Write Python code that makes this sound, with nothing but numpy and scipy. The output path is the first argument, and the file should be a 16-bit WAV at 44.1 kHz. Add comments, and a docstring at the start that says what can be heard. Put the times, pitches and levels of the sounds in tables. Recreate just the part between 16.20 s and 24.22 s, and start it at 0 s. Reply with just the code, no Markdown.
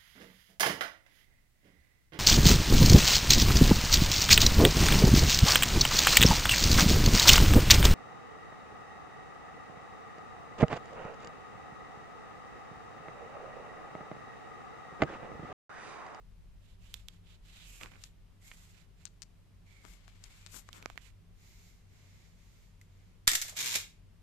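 """Motor-drive film camera, one shot.

A phone is moved over a film camera in a small, quiet room; fingers rub and tick on the phone's case.
An arm reaches over with a soft rustle and the camera fires: mirror and shutter clack, then the motor
winds the film on through its gears until it hits the stop. The room rings briefly over a low fan hum."""
import sys
import numpy as np
from scipy import signal
from scipy.fft import rfft, irfft
from scipy.io import wavfile

SR = 44100
rng = np.random.default_rng(int(sys.argv[2]) if len(sys.argv) > 2 else 0)


def materialize(psi):
    """Save the field psi as 16-bit PCM at rate SR to the path in sys.argv[1].

    A 1-D psi becomes a single channel; in a 2-D psi each row is a channel.
    """
    bounded = np.clip(np.atleast_2d(psi).T, -1, 1)
    quanta = np.round(bounded * 32767).astype(np.int16)
    wavfile.write(sys.argv[1], SR, quanta)


N = 353682
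TIME = np.arange(N) / SR


def amp(db):
    """Decibels to gain."""
    return 10 ** (np.asarray(db) / 20)


def unit(x):
    """Scales to rms 1."""
    return x / np.sqrt(np.mean(x ** 2) + 1e-20)


def read(points, hz):
    """Reads a table along a log-frequency axis."""
    f, value = np.transpose(points)
    return np.interp(np.log(hz + 1), np.log(f + 1), value)


def follow(points):
    """Reads a (time, value) table at every sample."""
    return np.interp(TIME, *np.transpose(points))


def gate(start, end, rise_s, fall_s, t=TIME):
    """Open from start to end, with soft edges outside them."""
    return np.exp(-np.maximum((start - t) / rise_s, 0) ** 2 - np.maximum((t - end) / fall_s, 0))


def panned(side_db):
    """Constant-power gains, left side_db above right."""
    pair = amp(np.array([side_db, -side_db]) / 2).reshape(2, -1)
    return pair / np.sqrt(np.mean(pair ** 2, 0))


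def narrow(pair, side_db=1.4):
    """Mid and side to a narrow stereo image."""
    mid, side = pair
    return np.array([mid + side / 2, mid - side / 2]) * panned(side_db)


def add(mix, at_s, sound):
    """Mixes a stereo sound in."""
    part = mix[:, round(at_s * SR):][:, :sound.shape[1]]
    part += sound[:, :part.shape[1]]


def colour(x, db_at, size=4096):
    """Minimum-phase filter of unit energy, shaped by db_at(Hz)."""
    hz = abs(np.fft.fftfreq(size, 1 / SR))
    log_gain = np.log(amp(np.maximum(db_at(hz), -100)))
    taps = np.fft.ifft(np.exp(np.conj(signal.hilbert(log_gain)))).real[:size // 2]
    return signal.oaconvolve(x, taps[None] / np.linalg.norm(taps), axes=1)[:, :x.shape[1]]


def resonate(x, hz, width_hz):
    """A resonance that follows the curve hz."""
    carrier = np.exp(2j * np.pi * np.cumsum(hz) / SR)
    r = np.exp(-np.pi * width_hz / SR)
    return 2 * (carrier * signal.lfilter([(1 - r) ** 2], [1, -2 * r, r * r], x / carrier)).real


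def noise(db_at, channels=2):
    """Steady noise of rms 1, shaped by db_at(Hz)."""
    white = rfft(rng.standard_normal((channels, N)))
    return unit(irfft(white * amp(db_at(np.fft.rfftfreq(N, 1 / SR))), N))


def grit(per_s, spread_db):
    """Dense tiny impacts of uneven size, rms 1."""
    size = amp(spread_db * np.minimum(rng.exponential(1, N), 4))
    return unit(rng.standard_normal((2, N)) * size * (rng.random(N) < per_s / SR))


# Room decay (frequency [Hz], T60 [s])
ROOM_T60 = [(200, 0.2), (1000, 0.28), (2500, 0.32), (6000, 0.28), (13000, 0.25)]

def room(x, wet_db=-6.5, gap_s=0.0013, build_s=0.0011):
    """Adds dense reflections off floor and walls, each band dying at its own rate."""
    hz, t, bands = signal.stft(rng.standard_normal((2, SR // 2)), SR, nperseg=256)
    tail = signal.istft(bands * amp(-60 * t / read(ROOM_T60, hz)[:, None]), SR, nperseg=256)[1]
    tail *= 1 - np.exp(-np.maximum(TIME[:tail.shape[1]] - gap_s, 0) / build_s)
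    return x + amp(wet_db) * signal.fftconvolve(x, tail / np.linalg.norm(tail[0]), axes=1)[:, :N]


# Air spectrum (frequency [Hz], gain [dB])
AIR_COLOUR = [(220, -24.5), (380, -4), (507, -8.5), (617, -8), (811, -11), (1130, -11.5), (1490, -14.5),
              (2070, -13.5), (2240, -14.5), (2720, -14.5), (9430, -24.5), (14200, -27)]
# Left-right likeness (frequency [Hz], coherence [0-1])
AIR_COHERENCE = [(60, 0.79), (180, 0.98), (550, 0.1), (1650, 0.3), (4960, 0.1), (15000, 0.1)]

def room_air(db=-72.5):
    """Faint hiss, partly shared by the two microphones."""
    left, other = rfft(noise(lambda f: read(AIR_COLOUR, f)))
    coherence = read(AIR_COHERENCE, np.fft.rfftfreq(N, 1 / SR))
    right = coherence * left + np.sqrt(1 - coherence ** 2) * other
    return amp(db) * irfft(np.array([left, right]), N)


# Drone bands (centre [Hz], half-width [Hz], level [dB])
FAN_BANDS = [(96, 9, -68), (171, 9, -72), (44, 8, -70), (130, 85, -68)]

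def fan(tone_hz=95.9, tone_db=-65):
    """A fan's steady tone in a low drone."""
    drone = sum(amp(db) * noise(lambda f: -20 * np.log10(1 + ((f - hz) / width_hz) ** 2))
                for hz, width_hz, db in FAN_BANDS)
    tone = amp(tone_db) * np.sqrt(2) * np.sin(2 * np.pi * (tone_hz * TIME + rng.random()))
    return tone + narrow(drone)


# Rumble envelope (time [s], level [dB])
RUMBLE_LEVEL = [(0, -56.5), (.8, -55), (1.0, -58), (2.4, -60.5), (3, -62.5), (4, -60), (5.2, -60),
                (6, -63.5), (8, -63)]

def hand_rumble():
    """The moving hand that holds the phone rumbles in the deep bass."""
    hz_db = [(12, -15), (25, -5), (32, -5), (43, 0), (65, -14), (200, -50), (1000, -100)]
    return narrow(noise(lambda f: read(hz_db, f)) * amp(follow(RUMBLE_LEVEL)))


# Arm movements (start [s], end [s], level [dB], tilt [dB/octave])
RUSTLES = [(5.271, 5.482, -64, 2), (5.781, 6.068, -67.5, 0), (6.239, 6.438, -69.5, 1.3),
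           (6.76, 6.9, -74.5, -1)]
# Rustle spectrum at each microphone (frequency [Hz], gain [dB])
RUSTLE_LEFT = [(200, -6), (450, 3), (1000, -5.5), (1500, -4.5), (1800, 0.5), (2150, 10.5), (2550, 0),
               (2900, -6), (4000, -2.5), (7000, -5.5), (10000, -14.5), (14000, -12)]
RUSTLE_RIGHT = [(200, -6), (450, 1.5), (1000, -2), (1600, 1), (2200, 2.5), (3500, 2), (5500, 0.5),
                (7200, 3.5), (8700, -12), (14000, -8.5)]

def rustles(side_db=-2, pivot_hz=3000, rise_s=0.089, fall_s=0.097):
    """The arm moves beside the phone: smooth swells of soft hiss."""
    out = np.zeros((2, N))
    for start, end, db, tilt in RUSTLES:
        t = np.arange(start - .25, end + .5, 1 / SR)
        hiss = np.vstack([colour(rng.standard_normal((1, len(t))),
                                 lambda f: read(mic, f) + tilt * np.log2((f + 1) / pivot_hz))
                          for mic in (RUSTLE_LEFT, RUSTLE_RIGHT)])
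        add(out, t[0], amp(db) * panned(side_db) * gate(start, end, rise_s, fall_s, t) * hiss)
    return out


# Hard finger drags (start [s], end [s], level [dB], L-R [dB])
DRAGS = [(1.612, 1.653, -52.5, -1), (1.72, 1.763, -63.5, -3), (3.644, 3.643, -55.5, 17),
         (4.34, 4.365, -55, 16), (4.544, 4.64, -60.5, 4)]

def drags():
    """A firm finger judders over the case: coarse, dull grains."""
    hz_db = [(60, -6), (250, 6.5), (700, -3), (1400, 4), (2500, -13), (4000, -15), (10000, -31)]
    press = sum(amp(db) * panned(side_db) * gate(start, end, rise_s=0.0071, fall_s=0.023)
                for start, end, db, side_db in DRAGS)
    return colour(grit(per_s=1800, spread_db=4) * press, lambda f: read(hz_db, f))


# Skin friction spectrum (frequency [Hz], gain [dB])
RUB_COLOUR = [(350, -16.5), (600, -10.5), (954, -9), (1420, -6), (2350, -3.5), (3440, -3.5), (4550, -5),
              (6000, -5.5), (7330, 0), (8400, -6.5), (9800, -11.5), (12400, -8.5), (14200, -14.5)]
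# Finger strokes (start [s], end [s], level [dB], relative treble [dB], first resonance [Hz],
# last resonance [Hz], relative resonance [dB], L-R [dB])
STROKES = [(0.448, 0.538, -71.5, -6.5, 3300, 3600, 0, -11), (0.639, 0.677, -66, -7.5, 2700, 3180, -7, -8),
           (0.718, 0.815, -65, -4.5, 3500, 3200, -2, -6), (0.89, 0.97, -71.5, -8, 3600, 3300, -8, -6),
           (1.079, 1.15, -64.5, -11, 3430, 3840, -1, -6.5), (1.267, 1.311, -62, -6.5, 3700, 3300, -2.5, -5),
           (1.35, 1.456, -58.5, -8, 3400, 3400, -1, -4.5), (1.484, 1.64, -61, 1.5, 2670, 2550, -2, -5),
           (1.62, 1.79, -65, -9.5, 2400, 2250, -3, -5.5), (1.832, 1.876, -63.5, -1, 3300, 3700, -4, -2),
           (2.247, 2.327, -63, 0, 2060, 2300, -2, -3.5), (2.355, 2.51, -66.5, 0, 1950, 2100, -13, -3),
           (2.56, 2.631, -66.5, -7.5, 2600, 2300, -18, -10), (2.806, 2.839, -69, -7, 2500, 2400, -11, -9),
           (3.49, 3.632, -66, -10.5, 2170, 2190, -0.5, -5.5), (3.665, 3.747, -63.5, -1, 2150, 2130, -8, 9),
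           (3.785, 4.042, -69, -10.5, 2080, 2280, -15, 4.5),
           (4.053, 4.308, -64.5, -5, 2100, 2460, -12, 1.5), (4.348, 4.391, -59.5, 8.5, 2500, 3500, -22, 15),
           (4.57, 4.572, -59, 0, 2410, 2100, -2, 10), (4.44, 4.78, -68.5, -7.5, 2090, 2410, -9, -1),
           (4.832, 4.886, -60.5, -6, 2900, 2400, -9, -18)]

def rubs(split_hz=5000, waver_hz=34.5, waver_db=1.5, wander=0.021, ends_db=-2.5):
    """Skin sticks and slips on the case; the grip's resonance glides and wavers with the pressure."""
    slip = colour(grit(per_s=16000, spread_db=0), lambda f: read(RUB_COLOUR, f))
    dull = signal.sosfiltfilt(signal.butter(2, split_hz, fs=SR, output="sos"), slip)
    bright = unit(slip - dull)
    pressure = noise(lambda f: -20 * np.log10(1 + (f / waver_hz) ** 4), channels=1)[0]
    out = np.zeros((2, N))
    for start, end, db, treble_db, first_hz, last_hz, ring_db, side_db in STROKES:
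        near = slice(round((start - .1) * SR), round((end + .2) * SR))
        t = TIME[near]
        along = np.clip((t - start) / (end - start), 0, 1)
        press = amp(db + ends_db * (2 * along - 1) ** 2 + waver_db * pressure[near])  # firmest halfway
        press *= gate(start, end, rise_s=0.031, fall_s=0.018, t=t)
        hz = (first_hz + (last_hz - first_hz) * along) * (1 + wander * pressure[near])
        width_hz = 480 * (first_hz / 2200) ** 4.2  # high resonances are the most damped
        ring = unit(resonate(dull[:, near], hz, width_hz))
        scrape = unit(unit(dull[:, near]) + amp(ring_db) * ring)
        out[:, near] += press * panned(side_db) * (scrape + amp(treble_db) * bright[:, near])
    return out


def smear(x, spread_s, at_hz=1000):
    """Softens an attack by smearing it in time, treble first; at_hz comes spread_s late."""
    f = np.fft.rfftfreq(x.shape[1], 1 / SR)
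    phase = 4 * np.pi * spread_s * np.sqrt(f * at_hz)
    return irfft(rfft(x) * np.exp(-1j * phase), x.shape[1])


# Phone's bump response: a thump and two short rings (frequency [Hz], gain [dB])
BUMP_COLOUR = [(60, -9), (200, 1), (650, 2.5), (950, -3), (1250, 2.5), (1900, -4.5), (2330, 1), (2800, -10),
               (3300, -14), (4100, -10), (6500, -11), (7800, -28), (14000, -36)]

def bump(at_s=4.6589, db=-18.5, side_db=-17.5, spread_s=0.00022):
    """A fingertip lands on the phone with one hard, short push."""
    push = colour(signal.unit_impulse(SR // 10)[None], lambda f: read(BUMP_COLOUR, f))
    out = np.zeros((2, N))
    add(out, at_s, amp(db) * panned(side_db) * smear(push / abs(push).max(), spread_s))
    return out


# Path through the case to each microphone (frequency [Hz], gain [dB])
CASE_LEFT = [(600, 2), (1200, 5.5), (3500, -0.5), (7500, 5), (9000, 1), (10200, -21), (14000, -9)]
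CASE_RIGHT = [(600, 2), (1200, -2.5), (3500, 0.5), (5000, -3), (7000, 1), (9500, -7), (13000, 1.5)]

def tick(hz, below_db, above_db, ring_db=4, rattle_db=-27, rattle_t60_s=0.025):
    """A dry snap with a short rattle, peak 1; the case rings at hz."""
    def tick_db(f):
        skirt_db = np.where(f < hz, below_db, above_db) * abs(np.log2((f + 1) / hz)) ** 1.194
        return ring_db / (1 + ((f - hz) / (0.11 * hz)) ** 2) - skirt_db
    t = TIME[:2048]
    force = (t == 0) + amp(rattle_db - 60 * t / rattle_t60_s) * rng.standard_normal((2, len(t)))
    snap = np.vstack([colour(part[None], lambda f: tick_db(f) + read(path, f))
                      for part, path in zip(force, (CASE_LEFT, CASE_RIGHT))])
    return snap / abs(snap).max()


# Single ticks (time [s], level [dB], centre [Hz], L-R [dB], loss an octave below [dB],
# loss an octave above [dB], ring [dB], spread [s])
TICKS = [(0.739, -18, 3450, -11.5, 6, 3.5, 9, 0.0017), (0.8824, -24.5, 3500, -13, 5.5, 4.5, 9.5, 0.0019),
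         (1.6094, -31.5, 2250, -10, 3.5, 12, 5, 0.0019), (1.631, -28, 2600, -7, 7, 8, 5.5, .002),
         (1.6575, -33, 1890, -9, 2.5, 11.5, 3, 0.00095), (1.8362, -26.5, 4600, 16, 7.5, 9, -3.5, .001),
         (1.8386, -32, 4600, 16, 6, 10, 0, .0005), (2.3134, -33.5, 2270, -7, 5.5, 13, 5.5, .0005),
         (2.3172, -40, 2300, -13, 7, 12.5, 5, 0.00051), (2.8523, -20, 7100, 24, 5, 13, 0.5, .0005),
         (3.649, -33.5, 1400, 20, 0, 4.5, 3, 0.00049), (3.878, -37, 1310, 15, 5, 4.5, -5, .0003),
         (4.037, -31, 5100, 17, 5.5, 7, 5, .001), (4.0386, -29, 5570, 17, 5.5, 7, -1, .0015),
         (4.2616, -28, 3850, 18, 4, 6, 3.5, 0.00046), (4.268, -36, 3870, 18, 4, 7, 3, .002),
         (4.4874, -30, 1190, 24, 2, 4, 2, 0.00048), (4.528, -28.5, 3400, -20, 9, 8, 2, 0.00047),
         (4.624, -32, 2320, -8, 1.5, 5, 9, 0.00093), (4.6987, -31.5, 950, -17, 7, 6, -3, .0004),
         (4.7749, -26, 2010, -25, 4, 7.5, 9.5, 0.00049), (6.612, -49.5, 2000, 0, 7, 7, 17, 0.00047)]
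# Runs of repeated ticks, from slips or bounces (time [s], repeats [count], gap [s], first peak [dB], loss per
# repeat [dB], centre [Hz], L-R [dB], loss an octave below [dB], loss an octave above [dB], rattle [dB])
TICK_RUNS = [(1.715, 3, 0.02, -44, 1, 2250, -17, 3, 18, -8),
             (2.863, 3, .006, -40.5, 2, 4000, 13, 4.5, 12, -12),
             (3.0186, 2, 0.008, -25, 4, 5340, 20, 5, 6.5, -22),
             (3.022, 2, .0095, -32.5, 1.5, 5000, 19, 4, 8, -17.5)]

def finger_ticks(lag_s=0.0018):
    """Fingers tick on the case; some ticks come in evenly spaced, fading runs, as a finger catches and slips or
    a tick bounces."""
    out = np.zeros((2, N))
    for at_s, db, hz, side_db, below_db, above_db, ring_db, spread_s in TICKS:
        snap = smear(tick(hz, below_db, above_db, ring_db), spread_s)
        add(out, at_s + lag_s, amp(db) * panned(side_db) * snap)
    for at_s, repeats, gap_s, db, fade_db, hz, side_db, below_db, above_db, rattle_db in TICK_RUNS:
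        for k in range(repeats):
            snap = tick(hz, below_db, above_db, rattle_db=rattle_db, rattle_t60_s=0.014)
            add(out, at_s + lag_s + k * gap_s, amp(db - k * fade_db) * panned(side_db) * snap)
    return out


def strikes(blows, crack_db=1, crack_s=0.0011, t60_s=0.044, side_db=-0.5):
    """Each blow is a crack and a fast-dying chatter of small metal parts."""
    force, t = np.zeros((2, N)), TIME[:SR // 5]
    decay = amp(-60 * t / t60_s) + amp(crack_db) * np.exp(-t / crack_s)
    for at_s, db, rise_s in blows:
        envelope = amp(db) * decay * (1 - np.exp(-t / rise_s))
        add(force, at_s, panned(side_db) * envelope * rng.standard_normal((2, len(t))))
    return force


# Camera's balance between the microphones (frequency [Hz], L-R [dB])
CAMERA_SIDE = [(300, 1), (700, -2.5), (1300, 1.5), (2300, 1), (3000, 1), (4400, 1), (5800, -0.5),
               (7200, -6), (8400, 6.5), (10300, -4.5), (14000, 1.5)]

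def shell(x, broad, modes, ring_db=0):
    """A ringing housing, coloured differently in the left and right microphones."""
    def shell_db(f):
        peaks = sum(amp(db + ring_db) ** 2 / (1 + (2 * (f - hz) / width_hz) ** 2)
                    for hz, width_hz, db in modes)
        return read(broad, f) + 10 * np.log10(1 + peaks)
    left = colour(x[:1], lambda f: shell_db(f) + read(CAMERA_SIDE, f) / 2)
    right = colour(x[1:], lambda f: shell_db(f) - read(CAMERA_SIDE, f) / 2)
    return np.vstack([left, right])


# Motor speed, sagging under the film's pull (time [s], speed [turns/s])
MOTOR_SPEED = [(7.36, 75.6), (7.38, 94.6), (7.41, 126), (7.435, 134), (7.47, 120), (7.515, 112),
               (7.545, 125), (7.65, 68)]
# Winding stroke (time [s], level [dB])
WINDING_LEVEL = [(7.37, -37.5), (7.405, -31.5), (7.44, -36.5), (7.47, -33.5), (7.515, -35.5),
                 (7.545, -35.5)]
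# Shaft and first-mesh tones (order [multiple of speed], relative level [dB])
WHINE_ORDERS = [(1, -4.5), (2, -8.5), (3, -15), (8, -5.5), (16, -4)]
# Gear train spectrum (frequency [Hz], gain [dB])
GEAR_COLOUR = [(120, -44), (200, -16), (261, -20), (515, -12.5), (615, -16), (710, -13), (1300, -10),
               (2200, -1), (3060, -2.5), (3900, -1), (4700, -3), (7200, -1.5), (9000, -9.5), (14200, -9.5)]
# Housing and gear resonances (frequency [Hz], width [Hz], gain [dB])
DRIVE_MODES = [(1590, 90, -2), (2120, 34, 2), (2245, 30, 1), (2400, 29, 3), (2818, 25, 0), (3280, 35, 2),
               (3620, 43, 2), (3765, 46, 4), (4180, 25, -3), (5400, 110, 2), (6190, 41, 1), (6630, 45, 4),
               (7220, 150, 0), (8250, 24, 2)]

def motor(gears_db=-1.14, mesh_order=3.2, mesh_depth=0.17, wobble=0.2, buzz_db=-18, whine_db=-54):
    """Gear teeth scrape in time with the shaft, the commutator buzzes; the rotor coasts at the end."""
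    turns = np.cumsum(follow(MOTOR_SPEED)) / SR
    angle = 2 * np.pi * turns
    running = gate(7.39, 7.56, rise_s=0.026, fall_s=0.034)
    mesh = (1 + mesh_depth * np.cos(mesh_order * angle)) * (1 + wobble * np.cos(angle))
    scrape = unit(grit(per_s=4500, spread_db=1) * mesh)
    buzz = unit(np.diff(np.floor(2 * turns), prepend=0))  # two sparks a turn
    force = (scrape + amp(buzz_db) * buzz) * running * amp(follow(WINDING_LEVEL) + gears_db)
    whine = sum(amp(db) * np.sin(order * angle) for order, db in WHINE_ORDERS)
    return shell(force, GEAR_COLOUR, DRIVE_MODES, ring_db=2.5) + amp(whine_db) * running * whine


# Blows in the drive (time [s], level [dB], rise [s])
DRIVE_BLOWS = [(7.3656, -36, .0015), (7.371, -35, 0.00052), (7.389, -32, .0015), (7.41, -32, .0006),
               (7.459, -29, 0.00053), (7.474, -33, .0005), (7.5407, -28.5, 0.0011), (7.552, -21.5, .002),
               (7.5565, -23.5, 0.0006), (7.568, -32.5, .0008), (7.584, -40, .0005)]

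def pawls():
    """Clutch, pawls and end stop strike the drive's housing."""
    return shell(strikes(DRIVE_BLOWS), GEAR_COLOUR, DRIVE_MODES)


# Hollow knocks (time [s], level [dB], centre [Hz], T60 [s])
KNOCKS = [(7.0776, -32.5, 1500, .025), (7.119, -47, 310, 0.053), (7.135, -46, 560, .07),
          (7.248, -57.5, 800, .09), (7.284, -55.5, 900, 0.091), (7.324, -55.5, 754, 0.1),
          (7.5527, -42.5, 380, 0.06)]

def knocks(skirt_db_per_octave=7.5, lowpass_hz=2500):
    """The heavier blows rock the camera on its base."""
    out, t = np.zeros((2, N)), TIME[:SR // 5]
    for at_s, db, hz, t60_s in KNOCKS:
        def knock_db(f):
            octaves = abs(np.log2((f + 1) / hz))
            return -skirt_db_per_octave * octaves - 20 * np.log10(1 + (f / lowpass_hz) ** 2)
        blow = amp(db - 60 * t / t60_s) * rng.standard_normal((2, len(t)))
        add(out, at_s, colour(blow, knock_db))
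    return out


def recoil(at_s=7.077, jolt_db=-33, settle_s=0.04, push_db=-43, push_s=0.0071, lowpass_hz=300):
    """The mirror's swing pushes the air and its stop jolts the camera: one low thump."""
    t = TIME - at_s
    push = amp(push_db) * np.exp(-abs(t) / push_s) * (t < 0)
    age = np.maximum(t, 0) / settle_s
    jolt = -amp(jolt_db) * (1 - age) * np.exp(-age) * (t >= 0)
    return signal.sosfilt(signal.butter(2, lowpass_hz, fs=SR, output="sos"), push + jolt)


# Finger on the grip, mirror, curtains, mirror return, latches (time [s], level [dB], rise [s])
SHUTTER_BLOWS = [(6.613, -59, 0.00063), (7.0718, -17, 0.0035), (7.0753, -19, 0.00081),
                 (7.0774, -20, 0.00041), (7.087, -31, .0003), (7.0917, -29.5, .0003),
                 (7.1155, -25.5, .0003), (7.1332, -26.5, 0.0006), (7.138, -32, .0003),
                 (7.1507, -23, 0.00058), (7.1532, -22, 0.00038), (7.168, -39, .0005),
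                 (7.2152, -28.5, 0.00058), (7.2215, -29.5, 0.00041), (7.2812, -36, .002),
                 (7.294, -37.5, 0.0011)]
# Lever chatter (time [s], level [dB])
LEVER_LEVEL = [(7.095, -34), (7.101, -39), (7.145, -27), (7.17, -46), (7.24, -37), (7.3, -42), (7.35, -57)]
# Shutter spectrum (frequency [Hz], gain [dB])
SHUTTER_COLOUR = [(120, -49.5), (200, -26), (553, -18), (626, -19.5), (1110, -14), (1350, -8), (1500, -8),
                  (1800, -4.5), (2200, -1), (2650, -4), (3230, -4), (3790, -1.5), (4600, -3), (7470, 0.5),
                  (9090, -8.5), (14200, -7.5)]
# Camera body resonances (frequency [Hz], width [Hz], gain [dB])
BODY_MODES = [(1220, 67, -2), (1370, 50, -1), (1710, 36, 4), (1800, 20, 3), (1905, 40, 3), (2140, 25, 1),
              (3080, 18, 0), (3418, 25, 2), (3540, 35, 3), (3715, 25, 1), (4765, 24, -2), (5250, 60, -2),
              (6325, 38, -1), (7154, 24, 0), (7342, 45, 2), (7651, 20, 1), (7920, 70, -5), (8275, 35, -2)]

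def shutter(levers_db=-10):
    """Mirror and curtains strike the body; levers run in between and chatter to rest."""
    levers = grit(per_s=11000, spread_db=-0.5) * amp(follow(LEVER_LEVEL) + levers_db)
    levers *= gate(7.09, 7.35, rise_s=0.0036, fall_s=0.0053)
    return shell(strikes(SHUTTER_BLOWS) + levers, SHUTTER_COLOUR, BODY_MODES)


def mirror_stop(at_s=7.0778, db=-9, contact_s=0.0007, modes_db=-31, ref_width_hz=40):
    """The mirror hits its stop: the hardest snap of the shot, which sets the body's modes ringing."""
    snap = amp(db) * np.exp(-abs(TIME - at_s) / contact_s) * rng.standard_normal((2, N))
    out = shell(snap, SHUTTER_COLOUR, BODY_MODES, ring_db=3)
    t = TIME[:SR // 4]
    for hz, width_hz, mode_db in BODY_MODES:
        envelope = (1 - np.exp(-t / contact_s)) * np.exp(-np.pi * width_hz * t)
        ring = envelope * np.sin(2 * np.pi * (hz * t + rng.random((2, 1))))
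        gain = amp(modes_db + mode_db) * width_hz / ref_width_hz
        add(out, at_s, gain * panned(read(CAMERA_SIDE, hz)) * ring)
    return out


def scene():
    """Camera parts get their own reflections; handling is nearly dry, right at the microphones."""
    camera = room(shutter() + knocks()) + room(mirror_stop()) + room(motor()) + room(pawls()) + recoil()
    handling = room(finger_ticks() + bump() + rubs() + drags(), wet_db=-23)
    return camera + handling + rustles() + room_air() + fan() + hand_rumble()


def record(dry):
    """The phone's band limit."""
    lowpass = signal.firwin(401, cutoff=14400, window=("kaiser", 8), fs=SR)
    return signal.oaconvolve(dry, lowpass[None], "same", axes=1)


dry = scene()
out = record(dry)
materialize(out)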